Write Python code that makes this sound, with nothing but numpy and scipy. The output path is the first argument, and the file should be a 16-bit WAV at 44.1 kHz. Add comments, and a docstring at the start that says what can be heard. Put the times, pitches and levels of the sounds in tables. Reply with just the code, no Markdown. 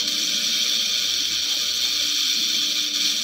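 """Pulsed laser on a metal plate

A pulsed laser sweeps a line over a small plate about 122 times a second and burns off the surface. Each sweep's
crackle partly repeats the last, so the hiss buzzes; it dips just before two of the passes. Behind it an
extraction fan sounds in a workshop: resonated noise for blades and duct, coloured noise for rumble and rush,
wandering sines for hum lines, the middle one at four times the sweep rate. A low sine roughened by noise comes
and goes."""
import sys
import numpy as np
from scipy import signal
from scipy.fft import rfft, irfft, next_fast_len
from scipy.io import wavfile
from scipy.ndimage import uniform_filter1d

SR = 44100
rng = np.random.default_rng(int(sys.argv[2]) if len(sys.argv) > 2 else 0)


def bounce(signal):
    """Save signal as a 16-bit WAV file at the path given by the first command-line argument."""
    frames = np.transpose(np.atleast_2d(signal))
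    limited = np.clip(frames, -1, 1)
    pcm = np.round(limited * 32767).astype(np.int16)
    wavfile.write(sys.argv[1], SR, pcm)


N = 142443  # length in samples


def from_db(db):
    """Turns decibels into an amplitude factor."""
    return 10 ** (np.asarray(db) / 20)


def rms_one(x):
    """Scales a signal to an rms of 1."""
    return x / np.sqrt(np.mean(x ** 2) + 1e-20)


def in_time(rows):
    """Draws straight lines between (seconds, value) points, one value per sample."""
    seconds, values = np.transpose(rows)
    return np.interp(np.arange(N) / SR, seconds, values)


def at_hz(points, hz):
    """Reads a (Hz, value) curve along a logarithmic frequency axis."""
    curve = np.array(points)
    return np.interp(np.log(hz), np.log(curve[:, 0]), curve[:, 1])


def drift(rate_hz):
    """Slow chance: noise through a double one-pole low-pass; spread 1."""
    step = 20  # samples between the points of the slow noise
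    r = np.exp(-2 * np.pi * step * rate_hz / SR)
    noise = rng.standard_normal(N // step + 4002)
    slow = signal.lfilter([1], [1, -2 * r, r * r], noise)[4000:]
    return np.interp(np.arange(N) / step, np.arange(len(slow)), rms_one(slow - slow.mean()))


FLICKER_PER_S, FLICKER_SPAN_S = 42, .12  # low-pass rate in Hz, averaging span in seconds


def flutter():
    """Quick flicker with its slow part, a running mean, taken out."""
    quick = drift(FLICKER_PER_S)
    return quick - uniform_filter1d(quick, int(FLICKER_SPAN_S * SR))


def coloured(x, spectrum, gain_db_of_band, bands_per_octave=6):
    """Filters x to a spectrum in overlapping bands, each with its own moving gain; rms 1."""
    size = next_fast_len(N)
    hz = np.maximum(np.arange(size // 2 + 1) * SR / size, 1)
    inside = (hz > spectrum[0][0]) & (hz < spectrum[-1][0] * 1.1)
    shaped = rfft(x, size) * from_db(at_hz(spectrum, hz)) * inside
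    place = bands_per_octave * np.log2(hz)
    out = 0
    for k in range(int(place[inside][0]), int(place[inside][-1]) + 2):
        window = np.cos(np.pi / 2 * np.clip(place - k, -1, 1)) ** 2
        band = irfft(shaped * window, size)[:N]
        out = out + band * from_db(gain_db_of_band(2 ** (k / bands_per_octave)))
    return rms_one(out)


def whistle(hz, width_hz):
    """Noise twice through a narrow resonance; rms 1."""
    r = np.exp(-np.pi * width_hz / SR)
    poles = [1, -2 * r * np.cos(2 * np.pi * hz / SR), r * r]
    once = signal.lfilter([1, 0, -1], poles, rng.standard_normal(N + SR))
    return rms_one(signal.lfilter([1], poles, once)[SR:])  # the first second settles the filter


# The low hum's entries. Each row: start in seconds, end in seconds, gain in dB.
HUM_TIMES = [(0, 0.15, -57), (0.857, 0.934, -59), (0.986, 1.437, -55), (1.59, 2.08, -56)]
HUM_HZ, HUM_WIDTH_HZ, HUM_EDGE_S = 76.3, 16, 0.017
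HUM_WAVER, HUM_BODY, HUM_BODY_TOP_HZ = 0.45, 0.57, 113  # both levels are rms against a sine of peak 1


def hum():
    """A low sine roughened by resonated noise, on a dull rumble, faded in and out by short ramps."""
    t = np.arange(N) / SR
    gate = 0
    for start, end, db in HUM_TIMES:
        ramp = np.minimum(t - start, end - t) / HUM_EDGE_S + .5
        gate = gate + from_db(db) * np.clip(ramp, 0, 1)
    band = signal.butter(2, [25, HUM_BODY_TOP_HZ], "band", fs=SR, output="sos")
    body = rms_one(signal.sosfilt(band, rng.standard_normal(N)))
    tone = np.sin(2 * np.pi * HUM_HZ * t) + HUM_WAVER * whistle(HUM_HZ, HUM_WIDTH_HZ)
    return gate * (tone + HUM_BODY * body)


# Centre pitches of three steady lines, low to high, in Hz; the middle one sits at four times the laser's sweep
# rate.
HUM_LINES_HZ = [297.3, 485, 599]
# Their swells. Each row: time in seconds, then the middle level in dB of the low, mid and top line.
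HUM_LINE_LEVELS = [(0.0, -56, -47, -53), (0.03, -42.5, -54.5, -54), (0.97, -57, -55, -55),
                   (1.47, -49, -71, -59), (1.63, -58.5, -53, -54.5), (2.13, -45.5, -57, -61),
                   (2.28, -55, -68, -79), (2.35, -47, -56, -61), (3.15, -44, -58, -54),
                   (3.23, -70, -62, -62)]
LINE_WANDER_HZ, LINE_WAVER_DB = 2.2, 2.3


def hum_lines():
    """Sines whose pitch wanders and whose level wavers around a slow swell."""
    rows = np.array(HUM_LINE_LEVELS)
    out = 0
    for k, hz in enumerate(HUM_LINES_HZ):
        pitch_hz = hz + LINE_WANDER_HZ * drift(10.9)
        phase = 2 * np.pi * np.cumsum(pitch_hz) / SR
        level_db = in_time(rows[:, [0, k + 1]]) + LINE_WAVER_DB * drift(28.0)
        out = out + np.sqrt(2) * from_db(level_db) * np.sin(phase)
    return out


TONE_WAVER_DB, TONE_WAVER_PER_S = 2.0, 9.6  # shared by the blade tones and the lowest sweep tones
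# Blade tones of the fan. Each row: pitch in Hz, resonance width in Hz, middle level in dB.
BLADE_TONES = [(371, 33, -64), (1181, 19, -62.5), (216.4, 14, -62.5)]


def blade_tones():
    """Breathy fan tones: noise through narrow resonances, wavering in level."""
    out = 0
    for hz, width_hz, db in BLADE_TONES:
        level_db = db + TONE_WAVER_DB * drift(TONE_WAVER_PER_S)
        out = out + from_db(level_db) * whistle(hz, width_hz)
    return out


# Colour of the fan rumble. Each row: frequency in Hz, relative density in dB per Hz.
RUMBLE_COLOUR = [(25, -21), (45, -47), (100, -15.5), (180, -7), (250, -4), (330, -0.5), (420, -18.5),
                 (480, -6), (600, -6), (680, -15), (800, -41)]
RUMBLE_DB, RUMBLE_FLICKER_DB = -49, 6
RUMBLE_SINKS_HZ, RUMBLE_SINKS = 440, .45  # lowest sinking band, share of the top line's dB swing


def rumble():
    """Lumpy low noise in flickering bands; its upper part sinks and rises with the top hum line."""
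    top_line_db = in_time(np.array(HUM_LINE_LEVELS)[:, [0, 3]])
    sink_db = RUMBLE_SINKS * (top_line_db - np.median(top_line_db))

    def band_db(hz):
        return RUMBLE_FLICKER_DB * drift(10.4) + sink_db * (hz > RUMBLE_SINKS_HZ)

    return from_db(RUMBLE_DB) * coloured(rng.standard_normal(N), RUMBLE_COLOUR, band_db)


# Colour of the air rush. Each row: frequency in Hz, relative density in dB per Hz.
RUSH_COLOUR = [(640, -7), (740, -4.5), (860, 0.5), (930, -1), (1000, -6.5), (1100, -6)]
# Its swells. Each row: time in seconds, level in dB.
RUSH_LEVEL = [(0.0, -50), (0.11, -63), (1.38, -63), (1.56, -50.5), (1.65, -73), (1.87, -53.5), (1.99, -67),
              (2.46, -70), (2.86, -74), (3.23, -57)]


def rush():
    """A faint rush of air between rumble and hiss: flickering bands of noise."""
    noise = rng.standard_normal(N)
    air = coloured(noise, RUSH_COLOUR, lambda hz: 5.5 * drift(8.8), bands_per_octave=10)
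    return from_db(in_time(RUSH_LEVEL)) * air


# Swells of the duct resonance. Each row: time in seconds, level in dB.
DUCT_LEVEL = [(0.0, -48), (0.05, -41), (0.15, -47.5), (0.46, -44), (0.75, -48.5), (0.78, -45.5),
              (1.55, -65), (1.61, -52), (1.96, -94), (2.01, -52), (2.31, -78), (2.37, -45), (2.92, -54),
              (3.23, -45.5)]
DUCT_HZ, DUCT_WIDTH_HZ = 212.4, 61


def fan():
    """Blade tones, three wandering lines (the middle one at four times the laser's sweep rate), rumble and
    rush, with noise ringing in a duct that swells and fades."""
    duct = from_db(in_time(DUCT_LEVEL)) * whistle(DUCT_HZ, DUCT_WIDTH_HZ)
    return blade_tones() + hum_lines() + duct + rumble() + rush()


SWEEPS_PER_S = 121.87
# Crackle carried into the next sweep. Each row: frequency in Hz, amplitude share 0-1.
SWEEP_RETURN = [(1000, 0.5), (2500, 0.5), (4500, 0.71), (7000, 0), (15000, 0.7)]
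# Level of the repeating part within the crackle. Each row: frequency in Hz, level in dB.
REPEATING_LEVEL = [(1000, -0.5), (2500, -2.5), (4500, -4), (6500, -1.5), (9000, -4.5), (15000, -10)]
PULSE_DEPTH, TURN_DEPTH = .105, .095  # swing once and twice a sweep
SPARK_DB, SPARK_PER_S = 1, 315  # unevenness of the crackle


def sweep_crackle():
    """Noise partly fed back one sweep later, pulsed by the mirror and uneven in level."""
    size = next_fast_len(N + SR // 2)
    hz = np.maximum(np.arange(size // 2 + 1) * SR / size, 1)
    back = np.clip(at_hz(SWEEP_RETURN, hz), 0, .95)
    one_sweep_later = np.exp(-2j * np.pi * hz / SWEEPS_PER_S)
    repeat = np.sqrt(1 - back ** 2) / (1 - back * one_sweep_later)
    old, fresh = rfft(rng.standard_normal((2, size)))
    share = np.clip(from_db(2 * at_hz(REPEATING_LEVEL, hz)), 0, 1)  # as power
    crackle = irfft(np.sqrt(share) * old * repeat + np.sqrt(1 - share) * fresh, size)[:N]
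    turn = 2 * np.pi * SWEEPS_PER_S * np.arange(N) / SR
    mirror = 1 + PULSE_DEPTH * np.cos(turn) + TURN_DEPTH * np.cos(2 * turn)
    return crackle * mirror * from_db(SPARK_DB * drift(SPARK_PER_S))


# The beam slackens, then starts a new pass. Each row: restart in seconds, depth in dB.
BEAM_RESTARTS = [(0.075, -6), (2.936, -5)]
SLACKEN_S, SLACK_HOLD_S, RETURN_S = 0.058, 0.026, 0.003


def beam_slack_db():
    """The beam's dips in dB: a ramp down, a short hold, and a quick return from the restart on."""
    t = np.arange(N) / SR
    slack = 0
    for restart, db in BEAM_RESTARTS:
        falling = 1 + (t - restart + SLACK_HOLD_S) / SLACKEN_S
        returning = 1 - (t - restart) / RETURN_S
        slack = slack + db * np.clip(np.minimum(falling, returning), 0, 1)
    return slack


# Colour of the hiss as it reaches the microphone. Each row: frequency in Hz, relative density in dB per Hz.
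HISS_COLOUR = [(1000, -49), (1080, -36.5), (1190, -19), (1400, -21.5), (1470, -15.5), (1540, -18),
               (1650, -16), (2000, -23), (2200, -14.5), (2380, -7), (2550, -12), (2850, -15), (3000, -9),
               (3170, 1.5), (3300, -2), (3600, 1.5), (3830, -8), (3950, -2.5), (4080, -8), (4270, 0.5),
               (4700, -3.5), (4900, -13), (5400, -6.5), (5750, -1.5), (6250, -12.5), (6420, -21),
               (6750, -18), (7300, -24.5), (7900, -17.5), (8120, -27.5), (8900, -27), (9200, -35),
               (9330, -46), (9480, -36), (9800, -29.5), (10450, -29.5), (10650, -34), (10950, -24),
               (11600, -32.5), (12000, -28), (12750, -32), (13000, -24.5), (14000, -26), (14400, -27),
               (14900, -21), (15400, -22), (16200, -26)]
# Flicker of each band. Each row: frequency in Hz, factor on the band's own flicker.
BAND_GRAIN = [(1200, 1.7), (2500, 1.3), (5900, 0.8), (6450, 3.8), (7500, 3.8), (8000, 1.0), (14000, 1.3)]
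# Extra colour of the crosswise pass. Each row: frequency in Hz, gain in dB.
CROSSWISE_COLOUR = [(1200, 1.5), (1600, -1), (2500, 0.5), (3800, 0.5), (4950, 0.5), (5700, -0.5),
                    (7000, 0.5), (8500, 0), (9800, 0.5), (10800, -0.2), (11800, -0.5), (13500, 2.5),
                    (15500, .4)]
# Colour change within a pass. Each row: frequency in Hz, dB gained over one pass.
PASS_FADE = [(5500, 0.5), (7200, -1.5), (8800, -4), (9800, 4), (10900, -3.5), (11900, -4), (13500, -0.5),
             (15500, 1)]
# Starts of the passes, in seconds.
PASS_STARTS = [.073, 1.49, 2.938]
PASS_S, CROSSWISE_FROM_S, CROSSWISE_TO_S = 1.43, 1.49, 2.94
FLICKER_DB, SHARED_DB, SLOW_DB = 1.5, .5, .4  # scale of band flicker, common flicker and slow band drift
TREBLE_FROM_HZ, TREBLE_SLACKENS = 8500, 1.45  # the treble dips this many times as deep in dB
# as the line turns crosswise one band goes dull, then recovers
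DULL_LOW_HZ, DULL_HIGH_HZ, DULL_DB, DULL_RECOVER_S = 9450, 10300, -6, .22


def hiss(slack_db):
    """Colours the crackle in narrow bands that flicker and change with the pass and its direction."""
    t = np.arange(N) / SR
    shared_db = SHARED_DB * (flutter() + drift(9.0))
    treble_db = (TREBLE_SLACKENS - 1) * slack_db
    starts = np.array([PASS_STARTS[0] - PASS_S] + PASS_STARTS)
    latest_start = starts[np.searchsorted(starts, t, "right") - 1]
    progress = (t - latest_start) / PASS_S - .5  # zero halfway through a pass
    crosswise = (t > CROSSWISE_FROM_S) & (t < CROSSWISE_TO_S)
    dull_db = DULL_DB * crosswise * np.exp(-np.abs(t - CROSSWISE_FROM_S) / DULL_RECOVER_S)

    def band_db(hz):
        flicker = shared_db + FLICKER_DB * at_hz(BAND_GRAIN, hz) * flutter() + SLOW_DB * drift(1.0)
        direction = crosswise * at_hz(CROSSWISE_COLOUR, hz) + dull_db * (DULL_LOW_HZ < hz < DULL_HIGH_HZ)
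        fade = progress * at_hz(PASS_FADE, hz)
        return flicker + direction + fade + treble_db * (hz > TREBLE_FROM_HZ)

    return coloured(sweep_crackle(), HISS_COLOUR, band_db, bands_per_octave=20)


# Tones standing out of the buzz. Each row: multiple of the sweep rate, middle level in dB against the hiss.
SWEEP_TONES = [(6, -58), (7, -56.5), (10, -37), (12, -31), (19, -27), (20, -28.5), (26, -21), (28, -18),
               (29, -26), (35, -19.5)]


def sweep_tones():
    """Multiples of the sweep rate as narrow resonated noise; those below the ninth waver further."""
    out = 0
    for multiple, db in SWEEP_TONES:
        waver_db = TONE_WAVER_DB * drift(TONE_WAVER_PER_S) * (multiple < 9)
        out = out + from_db(db + waver_db) * whistle(multiple * SWEEPS_PER_S, width_hz=9.1)
    return out


# Vigour of the burning, before the beam's dips. Each row: time in seconds, level in dB.
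BURN_LEVEL = [(0, -21.5), (.07, -20), (.1, -23), (.25, -21.5), (.7, -22), (1.1, -22.5), (1.5, -23.5),
              (1.75, -23), (2.1, -22), (2.55, -22), (2.7, -23.5), (2.85, -23.5), (2.95, -23), (3.1, -20.5),
              (3.16, -23), (3.23, -22)]


def laser():
    """Burning hiss and sweep tones, following the vigour of the burning and the beam's dips."""
    slack_db = beam_slack_db()
    return from_db(in_time(BURN_LEVEL) + slack_db) * (hiss(slack_db) + sweep_tones())


def scene():
    """Adds hum, fan and laser into one channel."""
    return (hum() + fan() + laser())[None]


CUTOFF_HZ = 15720


def record(dry):
    """Cuts the top steeply with an elliptic low-pass."""
    low_pass = signal.ellip(14, .5, 75, CUTOFF_HZ, fs=SR, output="sos")  # ripple and stopband in dB
    return signal.sosfilt(low_pass, dry)


dry = scene()
out = record(dry)
bounce(out)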